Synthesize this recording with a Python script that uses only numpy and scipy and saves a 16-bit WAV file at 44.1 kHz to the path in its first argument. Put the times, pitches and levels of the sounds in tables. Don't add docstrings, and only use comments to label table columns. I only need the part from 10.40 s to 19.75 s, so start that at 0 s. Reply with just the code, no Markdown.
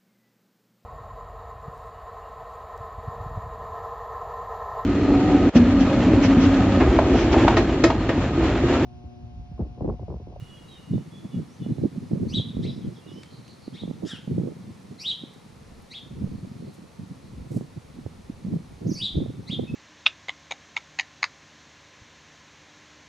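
import sys
import numpy as np
from scipy import signal
from scipy.fft import rfft, irfft
from scipy.io import wavfile
from scipy.ndimage import uniform_filter1d, map_coordinates

SR = 44100
rng = np.random.default_rng(int(sys.argv[2]) if len(sys.argv) > 2 else 0)


def transcribe(signal):
    frames = np.atleast_2d(signal).T
    limited = np.clip(frames, -1, 1)
    pcm = np.round(limited * 32767).astype(np.int16)
    wavfile.write(sys.argv[1], SR, pcm)


N = 412335
T = np.arange(N) / SR
FREQ = np.fft.rfftfreq(N, 1 / SR)
SPREAD = np.array([[1], [-1]])


def sparrows(rasp_db=-13):
    # start and length in seconds, starting and crest pitch in Hz,
    # relative level of the lead-in and of the crest in dB, distance from 0 (near) to 1 (far).
    chirps = [(1.882, 0.12, 2190, 4097, -43, -24, 0.34), (2.225, 0.088, 1800, 4140, -38.5, -42, 0.52),
              (3.334, 0.093, 1700, 4090, -48, -47.5, 0.98), (4.588, 0.14, 2185, 4040, -36.5, -21, 0.21),
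              (5.506, 0.081, 1900, 3890, -34, -32, 0), (8.554, 0.13, 2224, 4020, -36, -20.5, 0),
              (9.073, 0.08, 1948, 3916, -35, -27.5, 0.29)]
    # frequency in Hz, gain in dB.
    beak = [(1200, -24), (2000, -4), (2700, -6), (3500, -4.5), (4800, -2), (6000, -12.5), (7500, -14),
            (10000, -15), (13000, -35), (16000, -46)]
    near, far = np.zeros(N), np.zeros(N)
    for *shape, distance in chirps:
        call = chirp(*shape)
        near += (1 - distance) * call
        far += distance * call
    rasp = undb(rasp_db) * noise([(800, -16), (2000, 6), (4000, 19), (10000, 0), (14000, 20)])
    return [colour(perch + rasp * uniform_filter1d(np.abs(perch), 200), beak) for perch in (near, far)]


def chirp(start, length, start_hz, crest_hz, lead_db, crest_db, slack=.07):
    sweep, crest, end = start + length * np.array([.41, .6, 1])
    lead, fall = (start + sweep) / 2, (crest + end) / 2
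    i = span(start - .01, end + .015)
    hz = glide(T[i], [start, lead, sweep - .01, sweep, crest, fall, end],
               [start_hz, 1.18 * start_hz, 1.28 * start_hz,
                .75 * crest_hz, crest_hz, .985 * crest_hz, .84 * crest_hz])
    hz *= 1 - slack * np.abs(wobble(420, len(i)))
    db = glide(T[i], [start - .01, start + .008, lead, sweep,
                      (sweep + crest) / 2, fall, end - .004, end + .012],
               [lead_db - 26, lead_db - 4, lead_db, (lead_db + crest_db) / 2 - 3,
                crest_db - 1, crest_db, crest_db - 3, crest_db - 22])
    reedy = glide(T[i], [sweep - .02, sweep + .004], [1., 0.])
    harmonics_db = [-11 * reedy, -23 + 23 * reedy, -26 + 17 * reedy, -34 + 21 * reedy, -45 + 30 * reedy]
    out = np.zeros(N)
    out[i] = undb(db) * voice_box(hz, jitter=.024, flutter_rate=1400, harmonics_db=harmonics_db)
    return out


def voice_box(hz, jitter, flutter_rate, harmonics_db):
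    unsteady_hz = hz * (1 + jitter * wobble(flutter_rate, len(hz)))
    phase = 2 * np.pi * np.cumsum(unsteady_hz) / SR
    return np.sqrt(2) * sum(undb(db) * np.sin(k * phase) for k, db in enumerate(harmonics_db, 1))


def scold():
    # time in seconds, pitch in Hz, relative level in dB, roughness from 0 to 1.
    call_shape = [(3.651, 1602, -46.5, 0.42), (3.675, 1743, -44, 0.89), (3.695, 1841, -36.5, 0.47),
                  (3.719, 1610, -33, 0), (3.74, 1500, -41.5, 0), (3.765, 1375, -38, 0.3)]
    times, hz, db, roughness = np.transpose(call_shape)
    i, out = span(times[0], times[-1]), np.zeros(N)
    rough = glide(T[i], times, roughness)
    harmonics_db = [-13, -3 - 5 * rough, -24 + 26 * rough, -29 + 28 * rough,
                    -42 + 20 * rough, -44 + 20 * rough]
    pitch = glide(T[i], times, hz)
    voice = voice_box(pitch, jitter=.025 + .08 * rough, flutter_rate=1000, harmonics_db=harmonics_db)
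    hoarse = noise([(700, -27), (1250, 13), (1800, 12), (2300, -2), (3300, 14.5),
                    (7000, -15), (10000, -2.5), (14000, -32)])[i]
    out[i] = undb(glide(T[i], times, db)) * (voice + undb(-11) * (1 + rough) * hoarse)
    return out


def thin_notes():
    # start and end in seconds, first, middle and last pitch in Hz, relative level in dB.
    notes = [(1.882, 1.915, 6300, 5750, 5500, -53), (1.914, 1.945, 5700, 6100, 6440, -51),
             (4.595, 4.642, 5400, 5700, 5740, -43), (8.464, 8.490, 4200, 6450, 7100, -51),
             (8.486, 8.524, 6500, 5600, 4160, -43), (8.517, 8.535, 4500, 5900, 6940, -44),
             (8.531, 8.562, 6600, 5670, 3830, -39), (8.562, 8.618, 4400, 4660, 4880, -37),
             (9.268, 9.312, 2560, 2610, 2600, -46.5), (9.320, 9.37, 2600, 2550, 2560, -54)]
    return whistles(notes, overtone_db=-21)


def outdoor_whistles():
    # start and end in seconds, first, middle and last pitch in Hz, relative level in dB.
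    notes = [(-.08, .30, 2827, 2910, 2823, -56), (.07, .20, 3400, 3330, 3270, -62),
             (.275, .365, 3870, 3840, 3650, -51.5), (.28, .40, 3260, 3170, 2790, -59),
             (.30, .62, 2910, 2850, 2980, -63), (.52, .58, 3650, 3600, 3460, -64),
             (.71, .84, 3350, 3430, 3375, -58), (.90, .97, 3550, 3430, 3300, -60.5),
             (.91, .97, 3050, 2880, 2860, -61), (1.09, 1.16, 5200, 5900, 6200, -64),
             (1.195, 1.25, 3550, 3520, 3350, -57.5), (1.195, 1.26, 3050, 2960, 2830, -58),
             (1.25, 1.45, 4000, 3990, 3950, -68.5), (1.61, 1.73, 5180, 5030, 4800, -70),
             (2.41, 2.45, 3600, 3250, 2960, -60), (2.55, 2.58, 3970, 3400, 3200, -56.5),
             (2.67, 2.71, 3960, 3450, 3130, -57), (2.60, 2.91, 2717, 3030, 3170, -58)]
    return whistles(notes, overtone_db=-40)


def whistles(notes, overtone_db):
    out = np.zeros(N)
    for start, end, *pitches, db in notes:
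        i = span(start, end)
        hz = glide(T[i], [start, (start + end) / 2, end], pitches)
        swell = np.sqrt(np.abs(np.sin(np.pi * (T[i] - start) / (end - start + 1e-6))))
        voice = voice_box(hz, jitter=.012, flutter_rate=600, harmonics_db=[0, overtone_db])
        out[i] += undb(db) * swell * voice
    return out


def trills(buzz_hz=110, depth=.06):
    # start and end in seconds, centre pitch in Hz, relative level in dB.
    notes = [(2.192, 2.414, 5100, -60), (2.52, 2.582, 5140, -64), (2.66, 2.853, 5300, -63),
             (2.879, 3.01, 4230, -57), (3.033, 3.158, 4220, -56.5), (3.19, 3.31, 4370, -58.5),
             (5.8, 6.052, 4320, -70), (6.08, 6.40, 4220, -67), (6.78, 6.92, 4260, -66)]
    out = np.zeros(N)
    for start, end, hz, db in notes:
        i = span(start, end)
        shaken_hz = hz * (1 + depth * np.sin(2 * np.pi * buzz_hz * T[i]))
        voice = voice_box(shaken_hz, jitter=.034, flutter_rate=1200, harmonics_db=[0])
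        out[i] += undb(db) * np.sqrt(np.hanning(len(i))) * voice
    return out


def barn(sound, direct_db, early_db, tail_db, early_s=.025, low_ring_s=.55, high_ring_s=.35):
    t = T[:SR]
    low_pass = signal.butter(2, 6000, fs=SR, output="sos")
    heard = []
    for direct in (undb(direct_db), 0):
        wash = rng.standard_normal(SR)
        low = signal.sosfilt(low_pass, wash)
        tail = (low * undb(-60 * t / low_ring_s) + (wash - low) * undb(-60 * t / high_ring_s)) * (t > .008)
        bounces = rng.standard_normal(SR) * (rng.random(SR) < .03)
        early = bounces * np.exp(-t / early_s) * (t > .001)
        echoes = (undb(early_db) * unit(early) + undb(tail_db) * unit(tail)) / np.sqrt(SR)
        heard.append(direct * sound + signal.fftconvolve(sound, echoes)[:N])
    centre, sides = heard
    return centre + undb(-11) * sides * SPREAD


def airflow(roundness=1.79, unrest_db=2):
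    # peak time, rise and fall in seconds, relative level in dB, sputter in dB against that.
    gusts = [(.555, 0.037, 0.042, -18.5, -16), (.85, 0.023, 0.018, -34.5, -11),
             (0.964, .025, 0.046, -23.5, -17), (1.255, 0.046, 0.034, -25, -20.5),
             (1.32, 0.026, 0.018, -18, -13.5), (1.441, 0.036, 0.029, -23, -4.5),
             (1.59, 0.073, 0.074, -31.5, -15), (1.739, .025, 0.032, -22.5, -5),
             (1.856, 0.057, 0.035, -22.5, -10.5), (1.975, 0.05, 0.032, -21.5, -16),
             (2.08, 0.028, 0.042, -28, -36), (2.235, 0.07, 0.097, -23.5, -13),
             (2.455, 0.044, 0.084, -26.5, -14.5), (2.76, 0.15, 0.063, -41, -6.5),
             (2.99, 0.055, 0.034, -40.5, -13), (3.33, .04, 0.05, -38, -11.5),
             (3.46, 0.042, 0.093, -30.5, -13.5), (3.656, 0.032, 0.017, -35.5, 2.5),
             (3.96, 0.061, 0.032, -21, -15), (4.02, 0.051, 0.072, -23, -4),
             (4.24, 0.087, 0.091, -38.5, -26), (4.515, 0.014, 0.051, -34, -13),
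             (5.84, 0.13, 0.069, -30, -15.5), (5.945, 0.029, 0.014, -27.5, -13.5),
             (6.04, 0.041, 0.16, -35.5, -19), (6.214, 0.023, 0.079, -31.5, -11.5),
             (6.417, 0.028, 0.03, -37, -8), (6.61, 0.024, 0.056, -34.5, -25),
             (6.715, .015, 0.017, -33.5, -29), (7.182, 0.069, 0.053, -26.5, -11),
             (7.378, .015, 0.007, -29, -19), (7.62, .12, 0.13, -38.5, -12.5),
             (8.136, 0.053, 0.046, -18.5, -18), (8.496, 0.065, 0.051, -22.5, -9.5),
             (8.635, .02, 0.019, -29.5, -30), (8.775, 0.03, 0.097, -21.5, -10),
             (8.99, 0.033, 0.059, -33, -18), (9.215, 0.064, 0.031, -24.5, -5.5),
             (9.331, 0.022, 0.087, -21.5, -11)]
    # time in seconds, relative level in dB.
    draught = [(0, -45), (.25, -51), (.75, -40), (1.12, -45.5), (1.4, -39.5), (2.35, -34), (2.65, -51),
               (3.12, -49.5), (3.5, -44.5), (4.3, -44), (4.72, -48.5), (5.25, -48), (5.55, -51),
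               (5.95, -38.5), (6.5, -54), (7.05, -38.5), (7.35, -50.5), (9.35, -39.5)]
    power = undb(np.interp(T, *np.transpose(draught))) ** 2
    sputter_power = power * undb(-16) ** 2
    for peak, rise, fall, db, sputter_db in gusts:
        i = span(peak - 4 * rise, peak + 4 * fall)
        from_peak = np.abs(T[i] - peak) / np.where(T[i] < peak, rise, fall)
        gust = undb(db) * np.exp(-from_peak ** roundness)
        power[i] += gust ** 2
        sputter_power[i] += (gust * undb(sputter_db)) ** 2
    unrest = undb(unrest_db * wobble(24))
    return unrest * np.sqrt(power), unrest * np.sqrt(sputter_power)


def wind(strength, sputter_strength, flutter_db=4, crackle_db=7.5, shelter_delay_s=.00069):
    # frequency in Hz, relative level in dB.
    rumble_tone = [(25, -52), (45, -47), (70, -21.5), (110, -4), (170, -3), (250, -7.5), (350, -20.5),
                   (500, -40), (900, -84)]
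    # frequency in Hz, relative level in dB.
    sputter_tone = [(100, -28), (220, -7), (320, 0.5), (450, -7), (650, -18.5), (1000, -42.5), (2000, -69),
                    (4000, -91)]
    flutter = undb(flutter_db * wobble(60))
    rumble = steady(flutter * (noise(rumble_tone) + undb(-8) * noise(rumble_tone) * SPREAD))
    crackle = flutter * rng.standard_normal(N) * undb(crackle_db * wobble(160))
    sputter = steady(colour(crackle, sputter_tone))
    sheltered = np.roll(sputter, int(shelter_delay_s * SR))
    sputter_pair = np.array([undb(-9) * sheltered, undb(4.5) * sputter])
    low_cut = signal.butter(2, 65, "highpass", fs=SR, output="sos")
    return signal.sosfilt(low_cut, undb(-3) * strength * rumble + sputter_strength * sputter_pair)


def eddies(strength, pop_hz=330, lag_s=.00319):
    # time in seconds, relative level in dB, pitch in Hz, relative level of the core in dB.
    strong_eddies = [(0.024, -22, 128, -57), (0.543, -15, 151, -39), (0.58, -17, 150, -32.5),
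                     (1.263, -19.5, 223, -32.5), (1.383, -22, 215, -34.5), (1.447, -12.5, 161, -32),
                     (1.454, -7.5, 261, -33), (1.58, -17.5, 190, -55), (1.732, -10, 192, -33.5),
                     (1.772, -15, 190, -55), (1.998, -19.5, 137, -31), (2.168, -15, 215, -33),
                     (3.279, -23, 260, -36), (3.435, -19, 200, -31), (3.477, -22, 218, -34.5),
                     (3.511, -20, 223, -32.5), (3.637, -15.5, 203, -36), (3.733, -22.5, 202, -43),
                     (3.877, -17.5, 211, -34.5), (3.998, -21, 159, -35), (4.034, -16, 228, -38),
                     (4.835, -22, 263, -42.5), (5.842, -13, 166, -38), (7.163, -13.5, 210, -48),
                     (7.21, -23, 197, -34), (7.663, -23, 107, -31.5), (7.898, -18.5, 246, -56),
                     (8.049, -19, 188, -43), (8.137, -11, 203, -33.5), (8.467, -15, 157, -42),
                     (8.492, -13, 262, -40), (8.803, -22, 155, -33), (9.099, -16.5, 186, -42)]
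    all_eddies = list(strong_eddies) + stray_eddies(strength)
    side_db, side_speed = np.array([[-6], [-2]]), np.array([[.9], [1]])
    out = np.zeros((2, N))
    for (start, db, hz, core_db), turn in zip(all_eddies, rng.random(len(all_eddies))):
        i = span(start - .015, start + .03)
        t = T[i] - start
        out[:, i] += undb(db + side_db) * swing(side_speed * hz * (t - lag_s), turn)
        out[1, i] += undb(core_db + 13) * pop(pop_hz * t)
    return out


def stray_eddies(strength, count=50, scatter_db=4, typical_hz=190, scatter_octaves=.25):
    at = rng.integers(0, N, count)
    size, pitch = rng.standard_normal((count, 2)).T
    db = 20 * np.log10(strength[at]) + scatter_db * size
    hz = typical_hz * 2 ** (scatter_octaves * pitch)
    return list(zip(T[at], db + 4, hz, db - 26))


def swing(cycles, turn, width=.6):
    return np.exp(-(cycles / width) ** 2 / 2) * np.cos(2 * np.pi * (cycles + turn))


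def pop(cycles, decay_cycles=.17):
    age = np.maximum(cycles, 0) / decay_cycles
    return 2 * age ** 2 * np.exp(-age) * np.sin(2 * np.pi * cycles)


def swells():
    # peak time in seconds, spread to either side in seconds, level in dB.
    pushes = [(.2, 0.22, -53.5), (1.95, 0.048, -41), (2.18, 0.017, -34.5), (5.286, 0.11, -48.5),
              (5.873, 0.097, -40), (6.994, 0.023, -37), (8.198, 0.91, -51.5), (8.77, 0.016, -25.5)]
    push = sum(undb(db) * np.exp(-((T - peak) / width) ** 2 / 2) for peak, width, db in pushes)
    return push * noise([(10, 7), (25, -16), (55, 9), (90, 10), (200, -35), (600, -76)])


def straw(grain_db=4):
    # start and length in seconds, relative level in dB, centre and width of the band in Hz.
    rustles = [(2.829, 0.0097, -52.5, 2120, 900), (2.830, 0.008, -57, 5070, 1800),
               (3.076, 0.0091, -58, 2590, 2000), (4.932, .014, -67, 10000, 7000),
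               (5.416, .014, -68, 12000, 4000), (6.32, 0.047, -67, 11000, 7000),
               (7.063, .17, -63.5, 8000, 9000)]
    out = np.zeros(N)
    for start, length, db, hz, width_hz in rustles:
        i = span(start, start + length)
        grains = rng.standard_normal(len(i)) * undb(grain_db * wobble(698, len(i)))
        band = signal.iirpeak(hz, max(hz / width_hz, 1), fs=SR)
        out[i] += undb(db) * unit(signal.lfilter(*band, grains * np.hanning(len(i))))
    return colour(out, [(7000, 0), (11000, -4), (15000, -12)])


def background(hiss_db=-57.07, air_db=-54.07):
    # frequency in Hz, relative level in dB.
    hiss_tone = [(410, -34), (700, 0.5), (872, 0.5), (1340, -3), (1580, -8), (1780, -5.5), (2330, -7),
                 (3020, -10.5), (4340, -9), (4750, -12), (5920, -12.5), (7870, -17.5), (10200, -17),
                 (15400, -35.5)]
    # frequency in Hz, relative level in dB.
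    air_tone = [(30, -45), (70, 3.5), (150, 4), (300, -4.5), (500, 0), (750, -12), (1100, -23), (2500, -61)]
    # frequency in Hz, likeness from 0 to 1.
    ear_likeness = [(100, 0.68), (600, 0.12), (1400, 0.44), (3000, 0.65), (7000, 0.74), (15000, 0.32)]
    likeness = along(ear_likeness)
    centre, sides = (undb(hiss_db) * noise(hiss_tone) + undb(air_db) * noise(air_tone) for _ in range(2))
    centre = irfft(rfft(centre) * np.sqrt((1 + likeness) / 2), N)
    sides = irfft(rfft(sides) * np.sqrt((1 - likeness) / 2), N)
    return centre + sides * SPREAD


def undb(db):
    return 10 ** (np.asarray(db) / 20)


def unit(x):
    return x / np.sqrt(np.mean(x ** 2) + 1e-20)


def steady(x, window_s=.07):
    power = np.mean(np.atleast_2d(x) ** 2, axis=0)
    return x / np.sqrt(np.abs(uniform_filter1d(power, int(window_s * SR))) + 1e-9)


def along(points):
    hz, value = np.transpose(points)
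    return np.interp(np.log(FREQ + 1), np.log(hz), value)


def colour(x, points):
    return irfft(rfft(x) * undb(along(points)), N)


def noise(points):
    return unit(colour(rng.standard_normal(N), points))


def wobble(rate, size=N):
    steps = np.arange(size) * rate / SR
    return map_coordinates(rng.standard_normal(size // 8 + 4), [steps], order=2, mode="wrap")


def span(start, end):
    return np.arange(max(int(start * SR), 0), min(int(max(end, start + .002) * SR), N))


def glide(t, times, values, smooth_s=.0074):
    return uniform_filter1d(np.interp(t, np.sort(times), values), max(int(smooth_s * SR), 1))


def scene():
    near, far = sparrows()
    rafters = barn(near + scold() + thin_notes(), direct_db=0, early_db=-1.5, tail_db=-8, early_s=.037)
    far_end = barn(far, direct_db=-4, early_db=-2, tail_db=-7)
    outside = barn(outdoor_whistles() + trills(), direct_db=-2, early_db=-4, tail_db=-6)
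    bedding = barn(straw(), direct_db=0, early_db=-8, tail_db=-14)
    birds = undb(-4.5) * rafters + undb(5) * far_end + undb([[-3], [-.5]]) * outside
    strength, sputter_strength = airflow()
    buffets = wind(strength, sputter_strength) + eddies(strength) + swells()
    return birds + undb(3) * bedding + buffets + background()


def record(dry, top_hz=15500):
    return signal.sosfilt(signal.ellip(8, .2, 70, top_hz, fs=SR, output="sos"), dry)


dry = scene()
out = record(dry)
transcribe(out)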